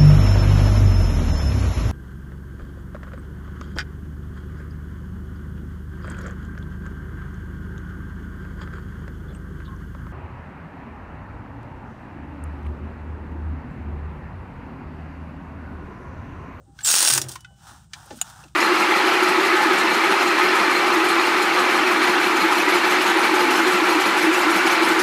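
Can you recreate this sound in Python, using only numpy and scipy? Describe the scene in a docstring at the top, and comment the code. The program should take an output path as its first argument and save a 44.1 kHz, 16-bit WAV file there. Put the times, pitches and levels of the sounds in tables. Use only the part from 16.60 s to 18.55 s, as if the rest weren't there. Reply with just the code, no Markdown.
"""A cordless ratchet runs for a third of a second in a car's engine bay, close to the microphone.
Its drive whistles as two tones parting with motor speed; gear teeth and pawl clacks are filtered noise
that also rings the modes of the steel head, and the tool shudders in low resonances.
Decaying partials make the knocks, random grains the rubbing sleeve and the scrapes, resonant noise the
dull bumps, and a short ping with ringing modes one sharp snap of steel, all over low rumble and hum."""
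import sys
import numpy as np
from scipy import signal
from scipy.fft import rfft, irfft
from scipy.io import wavfile
from scipy.ndimage import uniform_filter1d

SR = 44100
rng = np.random.default_rng(int(sys.argv[2]) if len(sys.argv) > 2 else 0)


def put_to_file(sound):
    """Save the sound as 16-bit audio at rate SR, in the file named by the first command-line argument."""
    columns = np.atleast_2d(sound).T  # one column per channel
    safe = np.clip(columns, -1, 1)
    whole_steps = np.round(safe * 32767)
    wavfile.write(sys.argv[1], SR, whole_steps.astype(np.int16))


N = 85995
TIME = np.arange(N) / SR  # s


def amp(db):
    """The decibel law: 20 dB is a factor of ten in amplitude."""
    return 10 ** (np.asarray(db) / 20)


def unit(x):
    """Normalisation to an rms of 1, so that a later gain sets the level."""
    return x / np.sqrt(np.mean(x ** 2) + 1e-20)


def curve(rows, axis=1):
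    """Linear interpolation of one column of a time table."""
    rows = np.array(rows)
    return np.interp(TIME, rows[:, 0], rows[:, axis])


def colour(x, points):
    """Linear filtering by a spectrum that falls away below its first point; rms 1."""
    hz = np.fft.rfftfreq(N, 1 / SR) + 1
    f, db = np.transpose(points)
    gain = amp(np.interp(np.log(hz), np.log(f), db))
    gain = gain * np.minimum(hz / f[0], 1) ** 2
    return unit(irfft(rfft(x) * gain, N))


def noise(points):
    """Filtered Gaussian noise with the given spectral shape."""
    return colour(rng.standard_normal(N), points)


def blow(start, rise, t60):
    """Impact envelope: a linear rise, then exponential decay by 60 dB in t60 seconds."""
    t = np.maximum(TIME - start, 0)
    decay = np.exp(-np.log(1000) * np.maximum(t - rise, 0) / t60)
    return np.minimum(t / rise, 1) * decay


def tone(hz):
    """Phase as the integral of frequency: a sine of rms 1 on a steady or moving pitch."""
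    cycles = np.cumsum(hz * np.ones(N)) / SR + rng.random()
    return np.sqrt(2) * np.sin(2 * np.pi * cycles)


def grains(per_s, spread_db):
    """Shot noise: tiny impacts at random instants, of uneven size and either sign."""
    size = amp(spread_db * np.minimum(rng.exponential(1, N), 3))
    sign = rng.choice([-1, 1], N)
    return size * sign * (rng.random(N) < per_s / SR)


def resonant(modes):
    """Resonance: noise passed by a few peaks, each given by centre Hz, width Hz and dB; rms 1."""
    hz = np.fft.rfftfreq(N, 1 / SR)
    gain = sum(amp(db) / (1 + (2 * (hz - f) / width) ** 2) for f, width, db in modes)
    return unit(irfft(rfft(rng.standard_normal(N)) * gain, N))


# Motor speed. Each row: time in seconds, offset of each whistle line from the drive tone in Hz,
# level of the whistle in dB.
MOTOR_SPEED = [(.235, 11.5, -30.5), (.25, 110, -24), (.262, 300, -20.5), (.28, 570, -12),
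               (.305, 1160, -13.5), (.335, 960, -20.5), (.42, 1100, -24), (.5, 1080, -21), (.565, 800, -19),
               (.6, 390, -22)]
DRIVE_HZ, DRIVE_ON_S, DRIVE_OFF_S = 7660, .234, .582
OVERTONE_DB = -14.5  # relative to the drive tone
CARRIER_FADE_HZ = 298  # offset at which the unsplit tone has faded to 1/e
WAVER = .004  # rms pitch waver of the fully split lines, as a share of the drive tone


def whistle():
    """Sidebands: the drive's switching tone splits into two lines that part as the motor gains speed."""
    split = curve(MOTOR_SPEED)
    running = (TIME > DRIVE_ON_S) & (TIME < DRIVE_OFF_S)
    on = uniform_filter1d(1. * running, size=90)  # softened edges
    rest = np.exp(-(split / CARRIER_FADE_HZ) ** 2)  # near 1 at low speed
    carrier = tone(DRIVE_HZ) + amp(OVERTONE_DB) * tone(2 * DRIVE_HZ)
    slow_noise = unit(uniform_filter1d(rng.standard_normal(N), size=300))
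    offset = split + WAVER * DRIVE_HZ * (1 - rest) * slow_noise
    lines = (tone(DRIVE_HZ + offset) + tone(DRIVE_HZ - offset)) / np.sqrt(2)
    return on * amp(curve(MOTOR_SPEED, axis=2)) * (rest * carrier + (1 - rest) * lines)


# Gear rattle. Each row: time in seconds, level on the steel in dB.
GEAR_RATTLE = [(.16, -94), (.2, -54), (.243, -44), (.25, -26), (.268, -19), (.3, -10), (.44, -6.5),
               (.52, -10.5), (.575, -15), (.6, -35.5), (.635, -39), (.675, -72), (.695, -42.5), (.75, -50),
               (.785, -79), (.82, -96)]
# Pawl clacks. Each row: start in seconds, level of the steel in dB, level of the housing in dB.
PAWL_CLACKS = [(0.247, -18, -46), (0.261, -18, -41), (0.277, -15, -23.5), (0.287, -7.5, -22.5),
               (.302, -7.5, -16.5), (.312, 1, -12.5), (0.325, -3, -19), (.339, -3, -8), (0.353, -0.5, -21),
               (.3615, 0.5, -11), (0.373, -8.5, -20.5), (0.383, -1.5, -13.5), (0.394, -10.5, -20),
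               (0.405, -1, -14), (0.417, -6.5, -17.5), (.426, 2, -6.5), (.434, -7.5, -14.5),
               (0.4489, 0.5, -9.5), (.457, -3.5, -16.5), (.462, -3.5, -19.5), (0.4741, 2, -7.5),
               (0.482, 1.5, -11), (0.4873, 0.5, -19.5), (0.5, 1, -6.5), (0.503, 0.5, -12),
               (0.511, -1.5, -20), (0.524, -3, -29), (0.5333, -6, -14), (0.5361, 2.5, -13.5),
               (0.5485, -3.5, -19), (.557, -7.5, -13.5), (0.562, -10.5, -36), (.577, -0.5, -10),
               (0.6152, -10.5, -28), (0.6397, -37.5, -35), (0.647, -46, -40), (.663, -47, -43),
               (0.685, -27, -50), (0.691, -27, -49), (.712, -38.5, -54), (.7161, -32, -56),
               (0.721, -33.5, -65), (.735, -39.5, -55), (0.745, -42, -60), (.755, -34, -42.5),
               (0.8056, -43.5, -71)]
# Spectra of the steel and of the duller housing. Each row: frequency in Hz, relative density in dB per Hz.
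STEEL_SPECTRUM = [(1060, -48), (1800, -19.5), (1930, -16.5), (2250, -29), (2600, -11), (3540, -5.5),
                  (4200, -6.5), (4430, -3.5), (5160, -5), (5600, -2), (6070, -5), (6650, -1), (7610, -4.5),
                  (8710, 1.5), (12300, -15.5), (15000, -13), (15500, -6.5)]
HOUSING_SPECTRUM = [(100, -23), (300, -12), (600, -9), (900, -2), (1200, -2.5), (1550, 1), (2100, -6.5),
                    (2800, -4.5), (5000, -24)]
# Modes of the steel head. Each row: frequency in Hz, relative level in dB, t60 in seconds.
HEAD_MODES = [(4820, 5, .07), (5460, -6, 0.079), (5650, 10, 0.059), (6650, -1, .08), (6500, 0, .08),
              (6760, 2, .08), (8000, 1, .07), (8880, -1.5, 0.032), (8150, -7, 0.033), (8660, 2.5, 0.03),
              (9800, -14.5, .16), (9460, -12, 0.063), (10600, -5, 0.038)]
TEETH_PER_S, TEETH_SPREAD_DB = 1300, 2.5  # mean rate, scale of the uneven sizes
CLACK_RISE_S, CLACK_T60_S, HOUSING_T60_S = 0.0011, 0.03, 0.046
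GEAR_HOUSING_DB, HEAD_DB = -14.5, -14.5  # relative to the gears on steel, and to all of the steel


def ratchet():
    """Modal excitation: gear teeth and pawl clacks drive the steel head and the duller housing."""
    teeth = grains(TEETH_PER_S, TEETH_SPREAD_DB)
    level = amp(curve(GEAR_RATTLE))
    # overlapping clacks add in power
    bright = np.sqrt(sum((amp(db) * blow(s, CLACK_RISE_S, CLACK_T60_S)) ** 2 for s, db, _ in PAWL_CLACKS))
    dull = np.sqrt(sum((amp(db) * blow(s, CLACK_RISE_S, HOUSING_T60_S)) ** 2 for s, _, db in PAWL_CLACKS))
    steel = level * colour(teeth, STEEL_SPECTRUM) + bright * noise(STEEL_SPECTRUM)
    gear_housing = amp(GEAR_HOUSING_DB) * level * colour(teeth, HOUSING_SPECTRUM)
    housing = gear_housing + dull * noise(HOUSING_SPECTRUM)
    head_response = sum(amp(db) * blow(0, 1 / SR, t60) * tone(hz) for hz, db, t60 in HEAD_MODES)
    ring = unit(signal.fftconvolve(steel, head_response)[:N]) * steel.std()
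    return steel + housing + amp(HEAD_DB) * ring


# Shudder of the tool. Each row: time in seconds, level of the bass in dB, level of the low middle in dB.
SHUDDER_LEVELS = [(.28, -80.5, -71), (.315, -70, -42), (.45, -46, -34), (.52, -22.5, -38.5),
                  (.585, -29, -25), (.61, -34, -34), (.68, -39, -43.5), (.74, -59, -55), (.83, -64, -75)]
# Its bass and low middle resonances. Each row: frequency in Hz, width in Hz, relative level in dB.
BASS_RESONANCES = [(92, 14, -3.5), (129, 10, 4)]
MIDDLE_RESONANCES = [(228, 64, -9), (332.3, 26, 2.5), (383, 35, -6.5), (596, 250, -12)]


def shudder():
    """Forced vibration: the tool shakes the low resonances of what it leans on."""
    bass = amp(curve(SHUDDER_LEVELS)) * resonant(BASS_RESONANCES)
    middle = amp(curve(SHUDDER_LEVELS, axis=2)) * resonant(MIDDLE_RESONANCES)
    return bass + middle


# Knocks of tool on engine. Each row: start in seconds, clatter in dB, ring in Hz, ring in dB, t60 in seconds.
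ENGINE_KNOCKS = [(.188, -41.5, 1518, -38.5, 0.035), (0.2057, -42, 1621, -44, .05),
                 (0.7571, -36.5, 1023, -34.5, 0.028), (0.8452, -46.5, 1434, -36.5, 0.037),
                 (1.3332, -28.5, 1678, -40.5, 0.037), (1.505, -43, 820, -40, 0.1),
                 (1.587, -50, 1444, -48, 0.031), (1.837, -50, 2620, -48, 0.037),
                 (1.881, -55, 2520, -58, 0.027)]
# Partials of each knock. Each row: multiple of the ring frequency, level relative to the ring in dB.
PARTIALS = [(1, -1), (1.052, -2.5), (1.412, -12), (1.8, -10), (2.15, -11), (2.42, -19)]
# Spectrum of the clatter. Each row: frequency in Hz, relative density in dB per Hz.
CLATTER_SPECTRUM = [(300, -34.5), (900, -9.5), (1600, 3), (2300, -1.5), (3500, 3), (6000, 0.5), (9000, -8),
                    (11000, -24), (15500, -28)]
# Long faint rings. Each row: start in seconds, frequency in Hz, level in dB, t60 in seconds.
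FAINT_RINGS = [(.76, 2977, -59, 1.0), (.8448, 1520, -66, .5), (.8448, 797, -63, .7), (.05, 797, -61, .5)]
KNOCK_RISE_S, RING_RISE_S = 0.0023, .04


def knocks():
    """Inharmonic free vibration: each contact is a clatter and short partials; some parts ring on faintly."""
    clatter = noise(CLATTER_SPECTRUM)
    out = np.zeros(N)
    for s, db, hz, ring_db, t60 in ENGINE_KNOCKS:
        ring = sum(amp(part_db) * tone(hz * multiple) for multiple, part_db in PARTIALS)
        out += blow(s, KNOCK_RISE_S, t60) * (amp(db) * clatter + amp(ring_db) * ring)
    return out + sum(amp(db) * blow(s, RING_RISE_S, t60) * tone(hz) for s, hz, db, t60 in FAINT_RINGS)


def high_pass(x, hz, order=6):
    """Butterworth filtering that cuts the bass steeply."""
    return signal.sosfilt(signal.butter(order, hz, "high", fs=SR, output="sos"), x)


# Small parts that ring after the snap. Each row: frequency in Hz, level in dB, t60 in seconds.
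SNAP_PART_MODES = [(740, -45, .04), (904, -40, 0.052), (1517, -44, 0.036), (2770, -40, 0.038),
                   (3295, -43, .05), (7110, -26, 0.048), (8200, -42, 0.036), (11220, -31, 0.019)]
# Spectrum of the snap's clatter. Each row: frequency in Hz, relative density in dB per Hz.
SNAP_SPECTRUM = [(500, -47), (660, -8), (850, 2), (1150, -15), (1500, -3), (2150, -17.5), (2800, 3.5),
                 (3400, -4.5), (4200, -12.5), (6000, -13), (6900, 5), (7800, -5), (8600, 3), (10000, -13),
                 (11200, -4.5), (12500, -22), (16000, -14)]
SNAP_S, SNAP_DB, SNAP_HZ, SNAP_LENGTH_S = 1.6133, -9.5, 6900, 0.0031  # the ping
SNAP_CLATTER_DB, SNAP_T60_S, SNAP_LOW_HZ = -16.5, 0.034, 620


def snap():
    """Impulsive excitation: a very short high ping of steel, then the small parts ring, with the bass cut."""
    window = np.sin(np.pi * np.clip((TIME - SNAP_S) / SNAP_LENGTH_S, 0, 1)) ** 2
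    ping = window * tone(SNAP_HZ) / np.sqrt(2)
    modes = sum(amp(db) * blow(SNAP_S, CLACK_RISE_S, t60) * tone(hz) for hz, db, t60 in SNAP_PART_MODES)
    clatter = amp(SNAP_CLATTER_DB) * blow(SNAP_S, CLACK_RISE_S, SNAP_T60_S) * noise(SNAP_SPECTRUM)
    return amp(SNAP_DB) * ping + high_pass(modes + clatter, SNAP_LOW_HZ)


# Short bright slides of steel on steel. Each row: middle in seconds, half length in seconds, level in dB.
STEEL_SLIDES = [(0.718, 0.0045, -40), (1.462, .008, -52), (1.573, 0.015, -49), (1.703, .014, -55)]
# Spectrum of the slides. Each row: frequency in Hz, relative density in dB per Hz.
SLIDE_SPECTRUM = [(2500, -18), (4500, -4), (7000, -3), (9200, 7), (11000, -7), (14000, -3), (15500, -5)]
SLIDE_GRAINS_PER_S, FRICTION_SPREAD_DB = 6600, 4.5  # the spread serves the sleeve too


def slides():
    """Friction as many tiny impacts: the socket shifts on the bolt with a brief fine scrape."""
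    level = sum(amp(db) * np.exp(-((TIME - s) / half) ** 2) for s, half, db in STEEL_SLIDES)
    return level * colour(grains(SLIDE_GRAINS_PER_S, FRICTION_SPREAD_DB), SLIDE_SPECTRUM)


# Sleeve rubbing. Each row: time in seconds, level of the body in dB, level of the treble in dB.
RUB_LEVELS = [(0, -81, -76.5), (.13, -75.5, -73), (.2, -55.5, -56), (.7, -47.5, -51.5), (.86, -68, -70.5),
              (.95, -77, -69), (1.03, -55, -56.5), (1.09, -46, -49), (1.16, -54, -57), (1.24, -66.5, -63),
              (1.29, -80, -73), (1.36, -50, -54.5), (1.42, -51, -54.5), (1.48, -53, -55.5),
              (1.57, -59, -51), (1.63, -52, -52), (1.7, -46.5, -47), (1.74, -50.5, -54), (1.82, -49, -54),
              (1.88, -61, -60.5), (1.95, -75, -70)]
# Spectra of the rub's body and treble. Each row: frequency in Hz, relative density in dB per Hz.
BODY_SPECTRUM = [(100, -12.5), (280, -9), (450, -21), (630, -8.5), (800, 4.5), (1100, -1.5), (1450, 2.5),
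                 (1850, -8.5), (2300, -34), (4000, -48)]
TREBLE_SPECTRUM = [(1200, -24.5), (2300, -5), (3000, 1.5), (3700, 3), (4500, -1), (5500, 4), (7000, 1),
                   (9000, 2.5), (10300, -8), (12500, -13), (15500, -6)]
RUB_GRAINS_PER_S = 9000


def sleeve():
    """Friction of cloth: the sleeve rubs in fine grains that sound in a body and a treble band."""
    fibres = grains(RUB_GRAINS_PER_S, FRICTION_SPREAD_DB)
    body = amp(curve(RUB_LEVELS)) * colour(fibres, BODY_SPECTRUM)
    treble = amp(curve(RUB_LEVELS, axis=2)) * colour(fibres, TREBLE_SPECTRUM)
    return body + treble


# Dull bumps of hand and tool. Each row: start in seconds, level in dB, resonance in Hz, t60 in seconds.
DULL_BUMPS = [(0, -57.5, 543, .12), (0.074, -53.5, 280, 0.27), (.9, -57, 650, 0.11),
              (1.105, -51, 277, 0.16), (1.454, -55.5, 535, 0.14), (1.502, -41, 540, 0.18),
              (1.506, -39, 283, .16), (1.525, -41, 210, 0.13), (1.568, -44.5, 243, 0.11),
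              (1.834, -49, 590, 0.059), (1.849, -48.5, 282, 0.1)]
BUMP_RISE_S, BUMP_WIDTH = 0.0087, 0.41  # the width is a share of the resonance


def bumps():
    """Damped broad resonance: the hand bumps the tool against hollow parts."""
    out = np.zeros(N)
    for s, db, hz, t60 in DULL_BUMPS:
        out += amp(db) * blow(s, BUMP_RISE_S, t60) * resonant([(hz, BUMP_WIDTH * hz, 0)])
    return out


BAY_DB, BAY_T60_S = -11.5, 0.1


def bay(x):
    """Reverberation: convolution with a short dense tail of reflections from the engine bay."""
    tail = rng.standard_normal(N) * blow(.002, .003, BAY_T60_S)
    return signal.fftconvolve(x, tail / np.linalg.norm(tail))[:N]


# Spectrum of the workshop's rumble. Each row: frequency in Hz, relative density in dB per Hz.
RUMBLE_SPECTRUM = [(20, -22), (40, -18.5), (58, -2.5), (75, 0.5), (120, 4), (170, -2), (250, -17),
                   (450, -32.5), (800, -30), (1500, -32.5), (2300, -50), (4000, -53), (8500, -30.5),
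                   (10500, -59), (15000, -63)]
RUMBLE_DB, HUM_HZ, HUM_DB = -53, 59.74, -60.5


def workshop():
    """Stationary background: low filtered noise and one steady hum."""
    return amp(RUMBLE_DB) * noise(RUMBLE_SPECTRUM) + amp(HUM_DB) * tone(HUM_HZ)


def scene():
    """Superposition of tool, reflections and handling over the workshop's low rumble and hum."""
    tool = whistle() + ratchet() + knocks()
    background = workshop()
    reflected = amp(BAY_DB) * bay(tool)
    steel_contacts = snap() + slides()
    return (tool + reflected + steel_contacts + shudder() + sleeve() + bumps() + background)[None]


AGC_THRESHOLD_DB, AGC_SHARE = -20.5, 0.7  # share of the excess in dB that is taken away
AGC_ATTACK_S, AGC_RELEASE_DB_PER_S = 0.01, 111.5  # of the level detector
CEILING, EDGE_HZ = .78, 15650  # soft peak limit as amplitude, band limit


def record(dry):
    """Compression: gain control turns loud sound down; then a soft peak limit and the band limit."""
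    keep = np.exp(-1 / (AGC_ATTACK_S * SR))
    power = signal.lfilter([1 - keep], [1, -keep], dry[0] ** 2)
    power_db = 10 * np.log10(power + 1e-12)
    # the detector holds peaks that sink at a steady rate in dB
    fall = AGC_RELEASE_DB_PER_S * TIME
    held_db = np.maximum.accumulate(power_db + fall) - fall
    over_db = np.maximum(held_db - AGC_THRESHOLD_DB, 0)
    ducked = dry / amp(AGC_SHARE * uniform_filter1d(over_db, size=130))
    limited = ducked / (1 + (ducked / CEILING) ** 4) ** .25
    low_pass = signal.firwin(301, EDGE_HZ, window=("kaiser", 8), fs=SR)
    return signal.oaconvolve(limited, low_pass[None], "same")


dry = scene()
out = record(dry)
put_to_file(out)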